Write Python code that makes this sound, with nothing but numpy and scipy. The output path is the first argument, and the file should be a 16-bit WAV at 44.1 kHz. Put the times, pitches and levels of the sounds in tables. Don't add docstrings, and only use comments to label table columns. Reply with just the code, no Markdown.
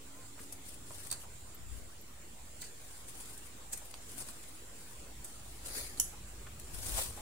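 import sys
import numpy as np
from scipy import signal
from scipy.fft import rfft, irfft, next_fast_len
from scipy.io import wavfile
from scipy.ndimage import uniform_filter1d, map_coordinates

SR = 44100
rng = np.random.default_rng(int(sys.argv[2]) if len(sys.argv) > 2 else 0)


def wrap_up_sound(samples):
    columns = np.atleast_2d(samples).T
    tamed = np.clip(columns, -1, 1)
    steps = np.round(tamed * 32767).astype(np.int16)
    wavfile.write(sys.argv[1], SR, steps)


N = 317961
TIME = np.arange(N) / SR

AIR_SPECTRUM = [(50, -35), (100, -2.5), (310, -1.5), (750, -6.5), (1700, -10), (5500, -13), (7400, -11),
                (11400, -14.5), (13000, -21.5), (15800, -12.5)]
AIR_LEVEL = [(0, -54), (2.3, -55), (3.2, -53.5), (5.6, -53.5), (6.35, -53.5), (7.2, -52)]
AIR_LIKENESS = [(130, 1), (290, 0.83), (640, 0.082), (1400, 0.14), (3100, -0.057)]
RUMBLE_SPECTRUM = [(10, -10), (35, -5), (65, 0.5), (100, -2.5), (160, -13.5), (1500, -41)]
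RUMBLE_LEVEL = [(0, -62.5), (1, -55.5), (1.5, -59.5), (4.5, -62.5), (6, -55.5), (7.2, -51.5)]
RUMBLE_LIKENESS = [(30, 1.0), (150, 0.92)]
THROB_SPECTRUM = [(25, -57), (48, 20.5), (56, 33), (66, -20), (300, -74)]
THROB_LEVEL = [(1.8, -68.5), (5.4, -60.5), (7.2, -55)]
INSECT_SPECTRUM = [(3000, -52), (6200, -14), (6900, 1), (7300, 8), (7900, 1), (9300, 0.5), (11000, -16),
                   (16000, -49)]
HUM_LEVEL = [(0, -68), (.88, -65), (1.0, -70)]
# time in s, pitch in Hz, level in dB.
WHISTLE = [(.15, 988, -72), (.2, 1065, -64), (.245, 1010, -69)]
# centre in s, level in dB, length in s, left over right in dB.
GUSTS = [(1.726, -50.5, 0.073, 21.5), (6.778, -52.5, 0.035, 24), (6.942, -42, 0.059, 3)]
GUST_SPECTRUM = [(15, -6), (60, 9.5), (110, -3), (170, -25), (1500, -89)]
# time of height in s, level in dB, length in s.
SWISHES = [(0.42, -54, 0.04), (0.687, -50, 0.04), (0.954, -49.5, 0.082), (1.042, -53, 0.039),
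           (1.21, -51, 0.018), (1.735, -56, 0.013), (1.776, -54, .014), (2.88, -56.5, 0.11),
           (3.088, -49, 0.013), (3.196, -50.5, 0.11), (3.447, -55, 0.035), (3.874, -56, 0.059),
           (4.14, -51.5, 0.11), (4.188, -43.5, 0.015), (4.218, -46, 0.015), (4.281, -46, 0.017),
           (4.427, -56, 0.13), (4.847, -57.5, 0.1), (5.3, -55, 0.054), (5.484, -55.5, 0.074),
           (7.176, -53.5, 0.036)]
RUSTLE_SPECTRUM = [(300, -6.5), (1000, -11), (3000, -10.5), (6500, -8), (8300, -2.5), (9500, -2),
                   (11200, -10), (15500, -12.5)]
# frequency in Hz, left over right in dB.
LEAF_BALANCE = [(7000, 0), (9800, 9), (11000, 9.5), (13500, 0)]
LEAF_LIKENESS = [(300, 1), (1400, -0.22), (3100, -0.35), (7000, 0.096)]
# time of height in s, level in dB, build-up in s, release in s,
# top from pointed (1; less acts as 1) to round (2).
BRUSHES = [(5.78, -38.5, 0.082, 0.1, 1.12), (7.003, -32.5, 0.11, 0.061, 0.77)]
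BRUSH_SPECTRA = [
    [(150, -12), (440, 4.5), (1100, -8.5), (1650, -0.5), (2250, 0), (2850, -11), (3600, -4), (4700, 3),
     (5750, -3), (6700, 2), (7700, -3.5), (9700, 3), (12000, -5), (15800, -8.5)],
    [(150, -14), (650, 0), (1400, -6.5), (2800, -6), (4700, -3), (6800, -1.5), (9200, 3.5), (11300, -5),
     (16000, -4)],
]
# time of height in s, level in dB.
SNAGS = [(5.663, -39.5), (5.686, -44.5), (5.985, -44.5), (6.744, -41), (6.788, -42.5), (6.83, -41),
         (6.864, -37), (6.892, -42), (6.981, -35)]
FLAP_SPECTRUM = [(200, -28), (550, 0), (800, 0.5), (1100, -8), (8000, -23)]
# time of height in s, level in dB.
TINKS = [(1.549, -50), (2.014, -53), (3.855, -55), (5.25, -54)]
# start in s, level in dB, fall in s (at least 0.001),
# pitch of the pat in Hz.
STEPS = [(0.379, -41.5, 0.0036, 700), (0.391, -42, 0.0059, 1440), (0.401, -39, 0.0063, 213),
         (0.9054, -35, 0.0041, 800), (1.117, -43, 0.024, 1400), (1.236, -45.5, 0.01, 885),
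         (2.6215, -43, 0.015, 1800), (3.733, -45, 0.01, 297), (3.815, -45.5, 0.011, 686),
         (3.9397, -29, 0.0012, 1200), (3.9407, -27, 0.00091, 3000), (4.2862, -37, 0.0024, 1210),
         (4.437, -42.5, .003, 2000), (6.131, -44.5, 0.011, 790), (6.466, -42, 0.011, 1400),
         (7.172, -45.5, 0.086, 740)]
# time in s, level in dB, left over right in dB,
# build-up in s, fall in s, favoured pitch in Hz.
CRUNCHES = [(0.526, -32.5, 3.5, 0.0023, 0.0057, 11000), (1.0713, -30, 11, 0.00033, 0.00067, 9800),
            (3.378, -38, -3, .003, .005, 8600), (3.7365, -25, -10, 0.00089, 0.0006, 8900),
            (3.735, -26.5, 1, 0.0067, 0.0051, 6800), (3.777, -35, 8, 0.0034, 0.0044, 10800),
            (4.205, -33, 2, .002, 0.0036, 9000), (5.246, -34, -2, 0.0023, 0.009, 9000),
            (6.599, -37.5, 5, 0.0036, 0.003, 13000)]
# pitch in Hz, width in Hz, level in dB.
LITTER_MODES = [(8260, 1500, 3)]
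LITTER_TICK = [(150, -26), (500, -2), (4000, -5.5), (8000, 4.5), (16000, -3.5)]
# time in s, level in dB, left over right in dB,
# build-up in s, fall in s, favoured pitch in Hz.
CRACKS = [(5.9996, -10.5, -.5, 0.00089, 0.00079, 6850), (6.0007, -11.5, -0.55, 0.00024, 0.0021, 10500)]
# pitch in Hz, width in Hz, level in dB.
STALK_MODES = [(3230, 470, -13), (5930, 480, -1), (6720, 480, -4), (7790, 260, -2), (9880, 400, 1),
               (11200, 500, -7)]
CRACK_TICK = [(150, -15), (500, -15), (1700, -10), (4200, -21), (5300, -1), (10000, -0.5), (16000, -3)]
# time in s, level in dB, left over right in dB, build-up in s, fall in s,
# favoured pitch in Hz.
CLACKS = [(1.1028, -34, 1, 0.0006, 0.004, 4200), (1.1137, -16.5, -10, 0.00016, 0.00034, 5970),
          (1.116, -21, 1, 0.0012, 0.0017, 9900), (1.1267, -20, -1, 0.0007, 0.0009, 7040),
          (1.1288, -31, -4, 0.00027, 0.002, 4720), (2.619, -30.5, 9, 0.00029, 0.0016, 4800),
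          (2.6232, -35.5, -2, 0.012, 0.0055, 7000), (2.640, -41.5, -1, .003, 0.027, 5660),
          (3.941, -33, -2, 0.00047, 0.001, 5670), (4.2877, -36, -6, 0.0005, 0.0031, 8000),
          (5.975, -38, -6, 0.0012, 0.0041, 4000)]
# pitch in Hz, width in Hz, level in dB.
TUBE_MODES = [(4080, 200, 0.5), (4560, 260, 3), (6480, 240, -1), (7700, 300, 0), (8400, 400, 5),
              (9780, 240, 3), (14900, 500, -4)]
CLACK_TICK = [(150, -26), (400, 4), (3000, 0), (8500, 8), (12000, 1.5), (16000, 8)]

HUM_HZ = 278.7
SWISH_RISE, SWISH_FALL, SWISH_ROUND = 1, 1.91, 2.2
SNAG_RISE_S, SNAG_FALL_S, SNAG_ROUND = 0.008, 0.017, 1
FLAP_S, FLAP_DB, FLAP_RISE_S, FLAP_FALL_S, FLAP_ROUND = 6.993, -39.5, .02, .016, 2
CATCH_DB = -10
GRAIN_DB, GRAINS_PER_S = 1.1, 330
SWISH_PATCH_DB, BRUSH_PATCH_DB = 4.5, 3.5
TINK_HZ, TINK_WIDTH_HZ, TINK_RISE_S, TINK_FALL_S, TINK_ROUND = 12130, 400, .003, .010, 2.4
SPOT_DB, SPOT_OCTAVES = 5.5, 0.2
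IMPACT_SPREAD_DB = 5
TUBE_RING_DB, LITTER_RING_DB, STALK_RING_DB = 13.5, -1, 5
SPLINTER_S, SPLINTER_DB, SPLINTER_RISE_S, SPLINTER_FALL_S = 6.003, -34, .002, 0.028
SPLINTER_HZ, SPLINTER_WIDTH_HZ = 9930, 450
EDGE_HZ, OFFSET = 15800, .0028


def gain_of(db):
    return 10 ** (np.asarray(db) / 20)


def evened(x):
    return x / np.sqrt(np.mean(x ** 2) + 1e-20)


def read(points, hz):
    f, value = np.transpose(points)
    return np.interp(np.log(hz + 1), np.log(f + 1), value)


def level(rows):
    s, db = np.transpose(rows)
    inside = 1. * ((TIME > s[0] - .02) & (TIME < s[-1] + .02))
    return gain_of(np.interp(TIME, s, db)) * uniform_filter1d(inside, 441)


def sides(pan_db):
    return gain_of(np.array([[.5], [-.5]]) * pan_db)


def add(mix, s, sound):
    part = mix[:, max(round(s * SR), 0):][:, :sound.shape[1]]
    part += sound[:, :part.shape[1]]


def white():
    return rng.standard_normal((2, N))


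def wander(per_s):
    return evened(np.interp(TIME * per_s, np.arange(8000), rng.standard_normal(8000)))


def colour(x, spectrum, likeness=None, balance=None):
    size = next_fast_len(N)
    z, hz = rfft(x, size), np.fft.rfftfreq(size, 1 / SR)
    if likeness is not None:
        c = np.clip(read(likeness, hz), -1, 1)
        z = np.array([z[0], c * z[0] + np.sqrt(1 - c ** 2) * z[1]])
    if balance is not None:
        z = z * sides(read(balance, hz))
    return evened(irfft(z * gain_of(read(spectrum, hz)), size)[:, :N])


def patchy(x, depth_db, width_hz, length_s):
    z = signal.stft(x, nperseg=512, noverlap=384)[2]
    band = np.arange(z.shape[1]) * SR / 512 / width_hz
    moment = np.arange(z.shape[2]) * 128 / SR / length_s
    grid = np.meshgrid(band, moment, indexing="ij")
    patches = evened(map_coordinates(rng.standard_normal((200, 900)), grid, order=1, mode="wrap"))
    z = z * gain_of(depth_db * np.tanh(patches))
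    return signal.istft(z, nperseg=512, noverlap=384)[1][:, :N]


def tone(hz, rows):
    return level(rows) * np.sqrt(2) * np.sin(2 * np.pi * np.cumsum(hz) / SR)


def swell(s, db, rise_s, fall_s, roundness):
    away = np.maximum((s - TIME) / max(rise_s, 1e-3), (TIME - s) / max(fall_s, 1e-3))
    return gain_of(db) * np.exp(-np.minimum(away, 20) ** max(roundness, 1))


def together(gains):
    return np.sqrt(sum(gain ** 2 for gain in gains))


def ringing(hz, width_hz):
    ring = signal.iirpeak(hz, hz / width_hz, SR)
    return evened(signal.lfilter(*ring, signal.lfilter(*ring, white())))


def air():
    hiss = patchy(white(), depth_db=4.5, width_hz=148.2, length_s=0.037)
    return level(AIR_LEVEL) * colour(hiss, AIR_SPECTRUM, AIR_LIKENESS)


def rumble():
    return level(RUMBLE_LEVEL) * colour(white(), RUMBLE_SPECTRUM, RUMBLE_LIKENESS)


def throb():
    return level(THROB_LEVEL) * colour(white(), THROB_SPECTRUM)[0]


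def insects():
    return gain_of(-61.0 + 2.0 * wander(14)) * sides(-5.0) * colour(white(), INSECT_SPECTRUM)


def hum():
    return tone(HUM_HZ * (1 + 0.012 * wander(31.4)), HUM_LEVEL) * gain_of(2.0 * wander(19.0))


def whistle():
    s, hz, db = np.transpose(WHISTLE)
    return tone(np.interp(TIME, s, hz), np.transpose([s, db]))


def wind():
    gusts = 0
    for s, db, length_s, pan_db in GUSTS:
        gusts = gusts + gain_of(db) * sides(pan_db) * np.exp(-.5 * ((TIME - s) / length_s) ** 2)
    return gusts * colour(white(), GUST_SPECTRUM)


def leaves(pressure, spectrum, catches_per_s, flutter_db, patch_db):
    caught = rng.random(N) < catches_per_s / SR
    clicks = np.minimum(rng.exponential(1, N), 3) * caught * white()
    friction = gain_of(CATCH_DB) * evened(clicks) + white()
    friction *= gain_of(flutter_db * wander(90) + GRAIN_DB * wander(GRAINS_PER_S))
    friction = patchy(friction, patch_db, width_hz=263, length_s=.022)
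    return pressure * colour(friction, spectrum, LEAF_LIKENESS, LEAF_BALANCE)


def rustle():
    pressure = together(swell(s, db, SWISH_RISE * length_s, SWISH_FALL * length_s, SWISH_ROUND)
                        for s, db, length_s in SWISHES)
    return leaves(pressure, RUSTLE_SPECTRUM, catches_per_s=370, flutter_db=2, patch_db=SWISH_PATCH_DB)


def brushes():
    flap = swell(FLAP_S, FLAP_DB, FLAP_RISE_S, FLAP_FALL_S, FLAP_ROUND)
    out = flap * colour(white(), FLAP_SPECTRUM, LEAF_LIKENESS)
    snags = together(swell(s, db, SNAG_RISE_S, SNAG_FALL_S, SNAG_ROUND) for s, db in SNAGS)
    strokes = [(swell(*row), spectrum) for row, spectrum in zip(BRUSHES, BRUSH_SPECTRA)]
    for pressure, spectrum in strokes + [(snags, RUSTLE_SPECTRUM)]:
        out = out + leaves(pressure, spectrum, catches_per_s=1500, flutter_db=0.3, patch_db=BRUSH_PATCH_DB)
    return out


def metal_tinks():
    jolts = together(swell(s, db, TINK_RISE_S, TINK_FALL_S, TINK_ROUND) for s, db in TINKS)
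    return ringing(TINK_HZ, TINK_WIDTH_HZ) * jolts


def thicket(x, t60_s=0.29, early_s=0.0089, early_db=4, dull_hz=12000):
    t = np.arange(SR // 2) / SR
    shape = gain_of(-60 * t / t60_s) + gain_of(early_db) * np.exp(-t / early_s)
    shape *= 1 - np.exp(-t / 0.0015)
    lowpass = signal.butter(2, dull_hz, fs=SR)
    taps = signal.lfilter(*lowpass, rng.standard_normal((2, len(t))) * shape)
    taps /= np.linalg.norm(taps, axis=1, keepdims=True)
    return signal.fftconvolve(x, taps, axes=1)[:, :N]


def steps(rise_s=0.00099, damping=0.67, dull=8.7, wet_db=-28):
    out, size = np.zeros((2, N)), 8192
    t, hz = np.arange(size) / SR, np.fft.rfftfreq(size, 1 / SR) + 1
    for s, db, fall_s, pitch_hz in STEPS:
        shape = (1 - np.exp(-t / rise_s)) * np.exp(-t / max(fall_s, 1e-3))
        push = (rng.standard_normal(size) + .5 * rng.standard_normal((2, size))) * shape
        hump = 1 / (1 + 1j * (hz / pitch_hz - pitch_hz / hz) / damping)
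        mud = hump / (1 + 1j * hz / (dull * pitch_hz))
        pat = irfft(rfft(push) * (mud + gain_of(wet_db)))
        add(out, s, gain_of(db) * pat * np.linalg.norm(shape) / np.linalg.norm(pat[0]) / 2)
    return out


def snaps(rows, modes, tick, ring_db):
    out, size = np.zeros((2, N)), 8192
    t, hz = (np.arange(size) - size // 4) / SR, np.fft.rfftfreq(size, 1 / SR)
    ring = sum(gain_of(db) * 1j * hz * width_hz / (f ** 2 - hz ** 2 + 1j * hz * width_hz)
               for f, width_hz, db in modes)
    ring = ring * np.minimum(hz / modes[0][0], 1) ** 2
    body = gain_of(read(tick, hz)) + gain_of(ring_db) * ring
    for s, db, pan_db, rise_s, fall_s, spot_hz in rows:
        shape = np.exp(np.minimum(t / max(rise_s, 1e-4), -t / max(fall_s, 1e-4)))
        sizes = gain_of(IMPACT_SPREAD_DB * rng.standard_normal(size))
        impacts = rng.standard_normal((2, size)) * sizes * shape
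        spot_db = SPOT_DB * np.exp(-.5 * (np.log2((hz + 1) / spot_hz) / SPOT_OCTAVES) ** 2)
        sound = irfft(rfft(impacts) * body * gain_of(spot_db))
        sound *= np.linalg.norm(shape) / np.linalg.norm(sound, axis=1, keepdims=True)
        add(out, s + t[0], gain_of(db) * sides(pan_db) * sound / 2)
    return out


def crunches():
    return snaps(CRUNCHES, LITTER_MODES, LITTER_TICK, LITTER_RING_DB)


def stalk_cracks():
    return snaps(CRACKS, STALK_MODES, CRACK_TICK, STALK_RING_DB)


def splinter():
    quiver = swell(SPLINTER_S, SPLINTER_DB, SPLINTER_RISE_S, SPLINTER_FALL_S, 1)
    return quiver * ringing(SPLINTER_HZ, SPLINTER_WIDTH_HZ)


def crutch_clacks():
    return snaps(CLACKS, TUBE_MODES, CLACK_TICK, TUBE_RING_DB)


def scene():
    outdoors = air() + rumble() + throb() + insects() + hum() + whistle()
    near = wind() + rustle() + brushes() + metal_tinks()
    walker = steps() + crunches() + crutch_clacks()
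    stalk = stalk_cracks()
    echoes = thicket(gain_of(-6.5) * walker)
    echoes += thicket(gain_of(-6.0) * stalk, t60_s=0.34, early_s=0.0072, dull_hz=14000)
    return outdoors + near + echoes + stalk + splinter() + walker


def record(dry):
    lowpass = signal.firwin(511, EDGE_HZ, window=("kaiser", 9), fs=SR)
    return OFFSET + signal.oaconvolve(dry, lowpass[None], "same")


dry = scene()
out = record(dry)
wrap_up_sound(out)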